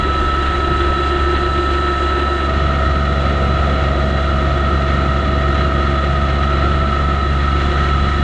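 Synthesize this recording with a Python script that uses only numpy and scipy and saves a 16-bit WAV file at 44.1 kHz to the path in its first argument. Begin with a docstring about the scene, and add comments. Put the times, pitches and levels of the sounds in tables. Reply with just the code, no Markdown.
"""Tractor with a front snow thrower

A three-cylinder diesel at governed speed: its exhaust drones, its gears whine, and clatter rings hood and housing.
Tones are cosines locked to the crankshaft angle; churning snow, spray, rumble and wind are filtered noise.
At 2.47 s a light pass along the drive's edge jumps to a full pass, where loaded gears warble and snow sprays.
Snow is heaviest near 3.9 s; from 6 s the tractor slows, the thrower empties and the engine runs up."""
import sys
import numpy as np
from scipy.fft import rfft, irfft, next_fast_len
from scipy.io import wavfile
from scipy.ndimage import map_coordinates

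SR = 44100
rng = np.random.default_rng(int(sys.argv[2]) if len(sys.argv) > 2 else 0)


def generate_wav(sig):
    """Save sig (samples, or channels by samples) to the path in sys.argv[1] as 16-bit PCM at SR."""
    pcm = np.round(np.clip(np.atleast_2d(sig).T, -1, 1) * 32767).astype(np.int16)
    wavfile.write(sys.argv[1], SR, pcm)


N = 362938
T = np.arange(N) / SR  # time [s]

JUMP_S = 2.47  # the light pass gives way to the full pass
GOVERNED = 46.55  # governed engine speed [crank turns/s]
UNLOAD_S, UNLOADING_S = 6.77, 0.88  # the thrower loses its load: start, length [s]


def amp(db):
    """Decibels to gain."""
    return 10 ** (np.asarray(db) / 20)


def unit(x):
    """Normalise to an rms of 1."""
    return x / np.sqrt(np.mean(x ** 2) + 1e-20)


def curves(rows):
    """Piecewise linear interpolation: one curve for each column after the time."""
    s, *columns = np.transpose(rows)
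    return [np.interp(T, s, column) for column in columns]


def bumps(rows):
    """Sum of Gaussian swells, from rows of (peak [s], half width [s], height)."""
    return sum(height * np.exp(-((T - s) / width) ** 2) for s, width, height in rows)


def ramp(start, length):
    """A raised-cosine step from 0 to 1."""
    progress = np.clip((T - start) / length, 0, 1)
    return .5 - .5 * np.cos(np.pi * progress)


def wobble(rate):
    """Slow random modulation: a smooth curve through random knots, rate of them a second."""
    knots = rng.standard_normal(int(N * rate / SR) + 4)
    return map_coordinates(knots, [T * rate])


def by_pass(light, full):
    """A 10 ms crossfade at the jump, from the light pass's value to the full pass's."""
    return light + (full - light) * np.clip((T - JUMP_S) * 100 + .5, 0, 1)


def filtered(x, response):
    """Linear filtering: the spectrum of x times a response of frequency [Hz]."""
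    m = next_fast_len(N + 8192)
    return irfft(rfft(x, m) * response(np.fft.rfftfreq(m, 1 / SR)), m)[..., :N]


def white():
    """White noise with a flat spectral density of 0 dB per Hz."""
    return rng.standard_normal(N) * np.sqrt(SR / 2)


def coloured(x, points, peaks=()):
    """Spectral shaping through (frequency [Hz], gain [dB]) points, lifted at the resonances."""
    f, db = np.transpose(points)

    def response(hz):
        envelope_db = np.interp(np.log(hz + 1), np.log(f), db, right=-150)
        lift_db = sum(height / (1 + (2 * (hz - centre) / width) ** 2) for centre, width, height in peaks)
        return amp(envelope_db + lift_db)

    return filtered(x, response)


def two_colours(x, rows, peaks=()):
    """Spectral shaping of x by the envelope of the pass under way."""
    hz, light_db, full_db = np.transpose(rows)
    light = coloured(x, np.c_[hz, light_db], peaks)
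    full = coloured(x, np.c_[hz, full_db], peaks)
    return by_pass(light, full)


def tone(cycles, slip, flutter_db, rate):
    """Phase and amplitude modulation of a line of rms 1; slip scales the phase wander [rad]."""
    level = amp(flutter_db * wobble(rate))
    return unit(level * np.cos(2 * np.pi * cycles + slip * wobble(rate)))


def cyclic(turns, share, size=4096):
    """Noise of 0 dB per Hz; the share that repeats every two crank turns forms a weak line spectrum."""
    k, count = np.arange(size // 2 + 1), size // 32
    between = (k < count) & (k % 3 > 0) & (k % 14 > 0)  # the strong orders are left out
    cycle = unit(irfft(between * np.exp(2j * np.pi * rng.random(len(k)))))
    bandwidth = count * turns[-1] / 2 / T[-1]  # Hz
    repeating = np.interp(turns / 2, np.arange(size) / size, cycle, period=1) * np.sqrt(bandwidth)
    share = np.clip(share, 0, 1)
    return np.sqrt(share) * repeating + np.sqrt(1 - share) * white()


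def exhaust(turns):
    """Periodic firing, three in two turns, gives harmonics; unequal cylinders add unsteady lines in between."""
    # exhaust lines relative to the drone: (order [cycles per two crank turns], light pass [dB], full pass [dB])
    exhaust_lines = [(2, -20.5, -19), (3, 0, 0), (4, -18, -14.3), (6, -15, -9.3), (9, -17.5, -14.5),
                     (12, -19, -21)]
    throb_per_order = .3  # dB per order above the second: uneven firing makes higher lines throb more
    drone = np.zeros(N)
    for k, light_db, full_db in exhaust_lines:
        k = round(k)
        slip = .025 * k if k % 3 == 0 else 1  # phase wander [rad]: firing harmonics hold steadier
        throb = amp(throb_per_order * max(k - 2, 0) * wobble(18))
        line = unit(throb * np.cos(np.pi * k * turns + slip * wobble(14)))
        drone -= by_pass(amp(light_db), amp(full_db)) * line
    return drone


def rumble(turns):
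    """Amplitude modulation at the firing rate: gas and chassis noise swells with every firing."""
    # engine and chassis noise before the snow load: (frequency [Hz], light pass [dB per Hz], full pass [dB per Hz])
    rumble_colour = [(15, -69, -69.5), (55, -52.5, -52), (99, -57.5, -46.5), (166, -56, -48.5),
                     (195, -55, -48.5), (257, -57.5, -54), (320, -52.5, -53), (388, -48.5, -50.5),
                     (449, -62, -60.5), (700, -64.5, -61.5), (1080, -78.5, -76), (2000, -110, -110)]
    puffs = unit(1 + .28 * np.cos(3 * np.pi * turns))
    return two_colours(cyclic(turns, share=.15) * puffs, rumble_colour) * amp(.7 * wobble(9))


def gears(turns):
    """Tooth meshing gives lines in step with the crank; load twists the train and backlash rings the case."""
    # gear and valve lines relative to the whine:
    # (order [cycles per two crank turns, rounded for pitch], light pass [dB], full pass [dB])
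    mesh_lines = [(14, -12.5, -14.5), (26, -19, -24.5), (32, -24.5, -26.5), (33, -20.5, -19.5),
                  (42, -17.5, -23), (48, -29.5, -32.5), (54, -28.5, -7), (56, -0.5, -5.5), (72.3, -21, -39),
                  (120.5, -22, -34), (168.7, -23.5, -41)]
    # case ringing around the tooth rate, relative to the whine:
    # (frequency [Hz], light pass [dB per Hz], full pass [dB per Hz])
    case_colour = [(1000, -79.5, -79), (1157, -50, -44.5), (1210, -32.5, -34), (1290, -32, -31),
                   (1370, -29, -32), (1400, -34.5, -38.5), (1700, -67.5, -69)]
    twist = by_pass(.0003, .0033) * wobble(24)  # crank turns
    backlash = by_pass(.003, .005)  # radians per order
    lines = np.zeros(N)
    for k, light_db, full_db in mesh_lines:
        cycles = round(k) * (turns + twist) / 2
        line = tone(cycles, backlash * k, flutter_db=by_pass(0.8, 1.1), rate=50)
        lines += by_pass(amp(light_db), amp(full_db)) * line
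    once_per_turn = amp(0.43 * np.cos(2 * np.pi * turns))
    return lines + two_colours(white() * once_per_turn, case_colour)


def fan(turns, racing_db):
    """Beating: two close blade lines pulse nearly seven times a second; the hum swells early in the light pass."""
    # blade lines of the belt-driven fans: (order [cycles per crank turn], level relative to the hum [dB])
    blade_lines = [(7.513, -2.2), (7.657, -4.3), (7.97, -14.5)]
    # spells of the hum in the full pass: (peak [s], half width [s], lift [dB])
    hum_spells = [(3.2, .7, -3), (4.55, .2, 3.5), (5.75, .3, 4)]
    hum_db = (-24, -34)  # light, full pass, before the swells below
    throb_s = 1.0  # the blade lines fall into step, making the strongest throb
    swell_s, rise_s, rise_db = 0.4, 0.42, 10
    fade_per_s = 1.3  # dB per s, after the swell
    since = turns - np.interp(throb_s, T, turns)
    blades = sum(amp(db) * tone(k * since, slip=by_pass(.1, .25), flutter_db=.7, rate=26)
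                 for k, db in blade_lines)
    fade_db = by_pass(fade_per_s * np.maximum(T - throb_s, 0), 0)
    before_swell_db = rise_db * (1 - ramp(swell_s, rise_s))
    return blades * amp(by_pass(*hum_db) + racing_db + bumps(hum_spells) - fade_db - before_swell_db)


def clatter(turns):
    """Impact excitation of resonances: each firing knocks the block at a new strength and rings the panels."""
    # clatter relative to its level: (frequency [Hz], light pass [dB per Hz], full pass [dB per Hz])
    clatter_colour = [(400, -63, -56.5), (860, -30.5, -33.5), (1150, -34, -30.5), (1505, -27.5, -25.5),
                      (1637, -31.5, -32), (2020, -38.5, -35.5), (2600, -34.5, -34.5), (3100, -37, -37),
                      (3720, -39.5, -39), (4154, -38.5, -38), (4690, -58, -51), (7000, -64, -54),
                      (12000, -83, -99.5)]
    # hood and housing resonances: (frequency [Hz], width [Hz], lift [dB])
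    panel_modes = [(1873, 185, 12), (2096, 76, 4.5), (2200, 53, 4.5), (2870, 170, 4.5), (3350, 172, 7),
                   (3926, 130, 5)]
    firing = 3 * turns / 2
    count = firing.astype(int)
    strength = amp(3.8 * rng.standard_normal(1000))[count]
    raps = unit(1 + 0.41 * strength * np.exp(-(firing % 1) / 1.5))
    knocking = cyclic(turns, share=.15, size=8192) * raps * amp(0.59 * wobble(12))
    return two_colours(knocking, clatter_colour, panel_modes)


def shaft(turns, load_db):
    """Load-dependent gear mesh: fourteen teeth a turn sing while snow loads them and sag when the belt slips."""
    # clumps of snow make the belt slip: (peak [s], half width [s], share of speed lost [1])
    belt_slips = [(3.92, .1, .016), (4.41, .09, .009)]
    shaft_db = (-44, -30.4)  # light, full pass, at the usual feed
    per_feed, unload_db = 0.38, 16  # dB per dB of extra feed; drop once unloaded
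    shaft_turns = turns - GOVERNED * np.cumsum(bumps(belt_slips)) / SR
    db = by_pass(*shaft_db) + per_feed * load_db - unload_db * ramp(UNLOAD_S, UNLOADING_S)
    return amp(db) * tone(14 * shaft_turns, slip=.14, flutter_db=1.1, rate=16)


def pulleys(turns):
    """Belt coupling: the alternator swells as the thrower empties; slacker belts creep, so their lines wander."""
    # other belt-driven lines, at governed speed: (order [cycles per crank turn], light pass [dB], full pass [dB])
    belt_lines = [(25.68, -47.5, -39.5), (32.6, -44, -55), (38.83, -34.5, -50), (85.2, -49, -52)]
    order, alternator_db = 15.28, (-37, -38.5)  # cycles per crank turn; light, full pass before unloading
    unmasked_db = 1.5  # the alternator's rise once the thrower is unloaded
    light_db, full_db = alternator_db
    alternator = by_pass(amp(light_db), amp(full_db)) * tone(order * turns, slip=.35, flutter_db=2, rate=12)
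    alternator *= amp(unmasked_db * ramp(UNLOAD_S, UNLOADING_S))
    belts = sum(by_pass(amp(light), amp(full)) * tone(k * turns, slip=0.017 * k, flutter_db=1.5, rate=16)
                for k, light, full in belt_lines)
    return alternator + belts


def drive():
    """Pitch follows shaft speed: the hydrostatic drive's thin whine sinks as the tractor slows and brakes."""
    # lines of the drive, relative to its level: (multiple of the shaft rate [1], level before slowing [dB])
    drive_lines = [(8.42, -10), (21, 0), (22, -7)]
    travel_hz, slow_hz = 65.3, 62.2  # shaft rate at full travel, when slowed
    drive_db, braking_peak_db = (-47, -35.5), 8  # light, full pass; lift of the main line at its loudest
    slowed = ramp(6.05, 1.3)  # start, length [s]
    cycles = np.cumsum(travel_hz + (slow_hz - travel_hz) * slowed + .18 * wobble(2.5)) / SR
    braking_db = braking_peak_db * np.sin(np.pi * slowed ** 1.5)
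    lines = np.zeros(N)
    for k, db in drive_lines:
        gain = amp(braking_db) if k == 21 else 1 - slowed  # only the main line outlasts the slowing
        lines += amp(db) * gain * tone(k * cycles, slip=.3, flutter_db=1.8, rate=12)
    return amp(by_pass(*drive_db)) * lines


def warble(hz, swing, light_db, full_db):
    """Random frequency modulation: an unbroken line whose pitch and strength swing."""
    cycles = np.cumsum(hz * (1 + swing * wobble(30))) / SR  # 30 pitch knots a second
    line = tone(cycles, slip=.2, flutter_db=1.6, rate=60)
    return amp(by_pass(light_db, full_db)) * line * amp(1.1 * wobble(9) - .2)


def impeller_gear():
    """Load modulation: uneven snow brakes the impeller, so its gear, chain and bearings warble."""
    # warbling lines, levels before they waver:
    # (frequency [Hz], pitch swing [share], light pass [dB], full pass [dB])
    warbling_lines = [(1288, .03, -43, -33.5), (2068, .012, -52, -46), (2890, .015, -45, -45),
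                      (3405, .009, -48, -46.5), (3962, .004, -42.5, -46)]
    # the chain sings out in spells as its tension changes: (peak [s], half width [s], lift [dB])
    chain_spells = [(2.85, .15, 3), (4.95, .17, 5.5), (5.43, .13, 5), (6.9, .08, 4), (7.8, .1, 3)]
    chain = warble(1868, .013, light_db=-45, full_db=-38.3)
    return sum(warble(*row) for row in warbling_lines) + amp(bumps(chain_spells)) * chain


def churn(turns, feed_db):
    """Noise excitation of a cavity: snow churning in the housing rings its drum note, louder with the feed."""
    # churning snow, relative to the churn level: (frequency [Hz], density [dB per Hz])
    churn_colour = [(300, -62.5), (490, -23), (560, -26), (690, -22), (770, -26.5), (850, -42.5),
                    (1100, -42.5), (1600, -70.5)]
    # the housing's drum note: (frequency [Hz], width [Hz], lift [dB])
    drum_mode = [(551, 14, 7)]
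    return coloured(cyclic(turns, share=0.063), churn_colour, drum_mode) * amp(feed_db + 1.1 * wobble(10))


def spray():
    """Turbulence and random impacts: snow hisses from the chute with icy crumbs, more in the full pass."""
    # snow spray, relative to the hiss: (frequency [Hz], density [dB per Hz])
    spray_colour = [(3000, -64.5), (4700, -32.5), (5400, -41.5), (6700, -37.5), (8000, -41.5),
                    (9000, -48.5), (10400, -66), (12000, -80)]
    # icy crumbs, relative to the hiss: (frequency [Hz], density [dB per Hz])
    crumb_colour = [(2500, -60), (5000, -48), (8000, -55), (9500, -63), (11500, -72)]
    crumbs_per_s = by_pass(50, 70)
    crumbs = (rng.random(N) < crumbs_per_s / SR) * rng.uniform(-1, 1, N)
    flow = white() * amp(.9 * wobble(22))
    return coloured(flow, spray_colour) + coloured(unit(crumbs) * np.sqrt(SR / 2), crumb_colour)


def knocks():
    """Heavily damped impacts: the chassis thumps over lumps of snow in bursts that die without ringing."""
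    # dull thumps: (onset [s], envelope level before its rise and decay [dB])
    thumps = [(0.695, -15.5), (4.085, -16)]
    # their colour, relative to the thump: (frequency [Hz], density [dB per Hz])
    thud_colour = [(50, -46), (110, -23), (190, -22.5), (300, -33), (700, -47), (3000, -61), (8000, -94)]
    rise_s, t60_s = 0.0089, 0.15  # rise time constant, time to decay by 60 dB
    level = np.zeros(N)
    for s, db in thumps:
        age = np.maximum(T - s, 0)
        level += (1 - np.exp(-age / rise_s)) * amp(db - 60 * age / t60_s)
    return coloured(white() * level, thud_colour)


def wind():
    """Turbulent pressure: a light breeze buffets the microphone in the deep bass and swells in gusts."""
    # gusts: (peak [s], half width [s], lift [dB])
    gusts = [(0.299, 2, 11.3), (8.1, 1.1, 8.5)]
    breeze_db = -51.5  # gain of the buffeting between gusts
    # (frequency [Hz], density before that gain [dB per Hz])
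    buffet = coloured(white(), [(5, -22.0), (16, -7.0), (26, -3.0), (45, -5.5), (90, -6.0), (250, -34.5)])
    return buffet * amp(breeze_db + bumps(gusts) + 1.1 * wobble(2.9))


def microphone(x):
    """Coherence of two close ports: nearly alike, with a rightward lean and scatter off the machine in the treble."""
    # ports: (frequency [Hz], left minus right [dB], scattered share [dB])
    ports = [(30, 0, -39), (150, 0, -48), (300, 0, -41), (600, -.3, -30), (1300, -1, -30),
             (2000, -1.3, -27), (4000, -1.1, -18.5), (8000, 0, -14)]
    hz, balance_db, scatter_db = np.transpose(ports)

    def along(f, values):
        return np.interp(np.log(f + 1), np.log(hz), values)

    echoes = rng.standard_normal(N) * np.exp(-T / .03)
    echo_phase = np.angle(rfft(echoes, next_fast_len(N + 8192)))
    scattered = filtered(x, lambda f: amp(along(f, scatter_db)) * np.exp(1j * echo_phase))
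    # the scattered part has opposite sign at the two ports
    return np.array([filtered(x, lambda f: amp(side * along(f, balance_db) / 2)) + side * scattered
                     for side in (1, -1)])


def scene():
    """Superposition: the crankshaft times the engine sounds, the snow feed loads the thrower, wind adds noise."""
    # engine speed before hunting; clumps of snow pull it down near 3.9 and 4.4 s, and it runs up
    # as the tractor slows: (time [s], speed [crank turns/s])
    crank_speed = [(0.0, 46.42), (0.42, 46.6), (0.66, 46.3), (0.95, 46.54), (1.65, 46.6), (2.1, 46.46),
                   (2.55, 46.65), (2.9, 46.42), (3.3, 46.6), (3.73, 46.58), (3.93, 46.08), (4.18, 46.38),
                   (4.43, 46.22), (4.7, 46.5), (5.1, 46.5), (5.8, 46.29), (6.4, 46.5), (7.25, 46.52),
                   (7.78, 47.03), (8.23, 46.62)]
    # snow fed into the thrower, as its churning: (time [s], level [dB])
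    snow_feed = [(0.1, -36), (1.39, -35), (3.0, -32.5), (3.3, -30), (3.6, -31.5), (3.93, -28), (4.35, -31),
                 (6.0, -33), (7.0, -35.5), (8.1, -36.5)]
    # levels of (light pass, full pass) [dB], before load, racing and wavering
    drone_db, whine_db, clatter_db, hiss_db = (-19.9, -17.3), (-22, -23), (-32, -33.5), (-46.5, -51)
    usual_feed_db = -32
    # dB per dB of extra feed: the rumble grows in the full pass, the gear whine is damped
    rumble_per_feed, whine_per_feed = 0.26, -0.21

    hunting = .05 * np.sin(2 * np.pi * 1.98 * T)  # the governor hunts [turns/s], 1.98 swings a second
    speed = curves(crank_speed)[0] + hunting
    turns = np.cumsum(speed) / SR
    racing_db = 5 * np.maximum(speed - GOVERNED, 0)  # above governed speed, 5 dB per extra turn/s
    feed_db, = curves(snow_feed)
    load_db = feed_db - usual_feed_db

    drone = amp(by_pass(*drone_db) + 0.17 * wobble(4.3)) * exhaust(turns)
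    body = amp(by_pass(0, rumble_per_feed) * load_db) * rumble(turns)
    rattle = amp(by_pass(*clatter_db) + racing_db) * clatter(turns)
    engine = drone + body + fan(turns, racing_db) + rattle

    gear_whine = amp(by_pass(*whine_db) + whine_per_feed * load_db + 0.43 * wobble(3)) * gears(turns)
    belts = amp(racing_db) * pulleys(turns)
    whine = gear_whine + shaft(turns, load_db) + belts + drive() + impeller_gear()

    snow = churn(turns, feed_db) + amp(by_pass(*hiss_db) + racing_db) * spray()
    return microphone(engine + whine + snow + knocks() + wind())


def record(dry):
    """Band limitation: an ideal low-pass removes everything from 11.5 kHz up."""
    return filtered(dry, lambda hz: hz < 11500)


dry = scene()
out = record(dry)
generate_wav(out)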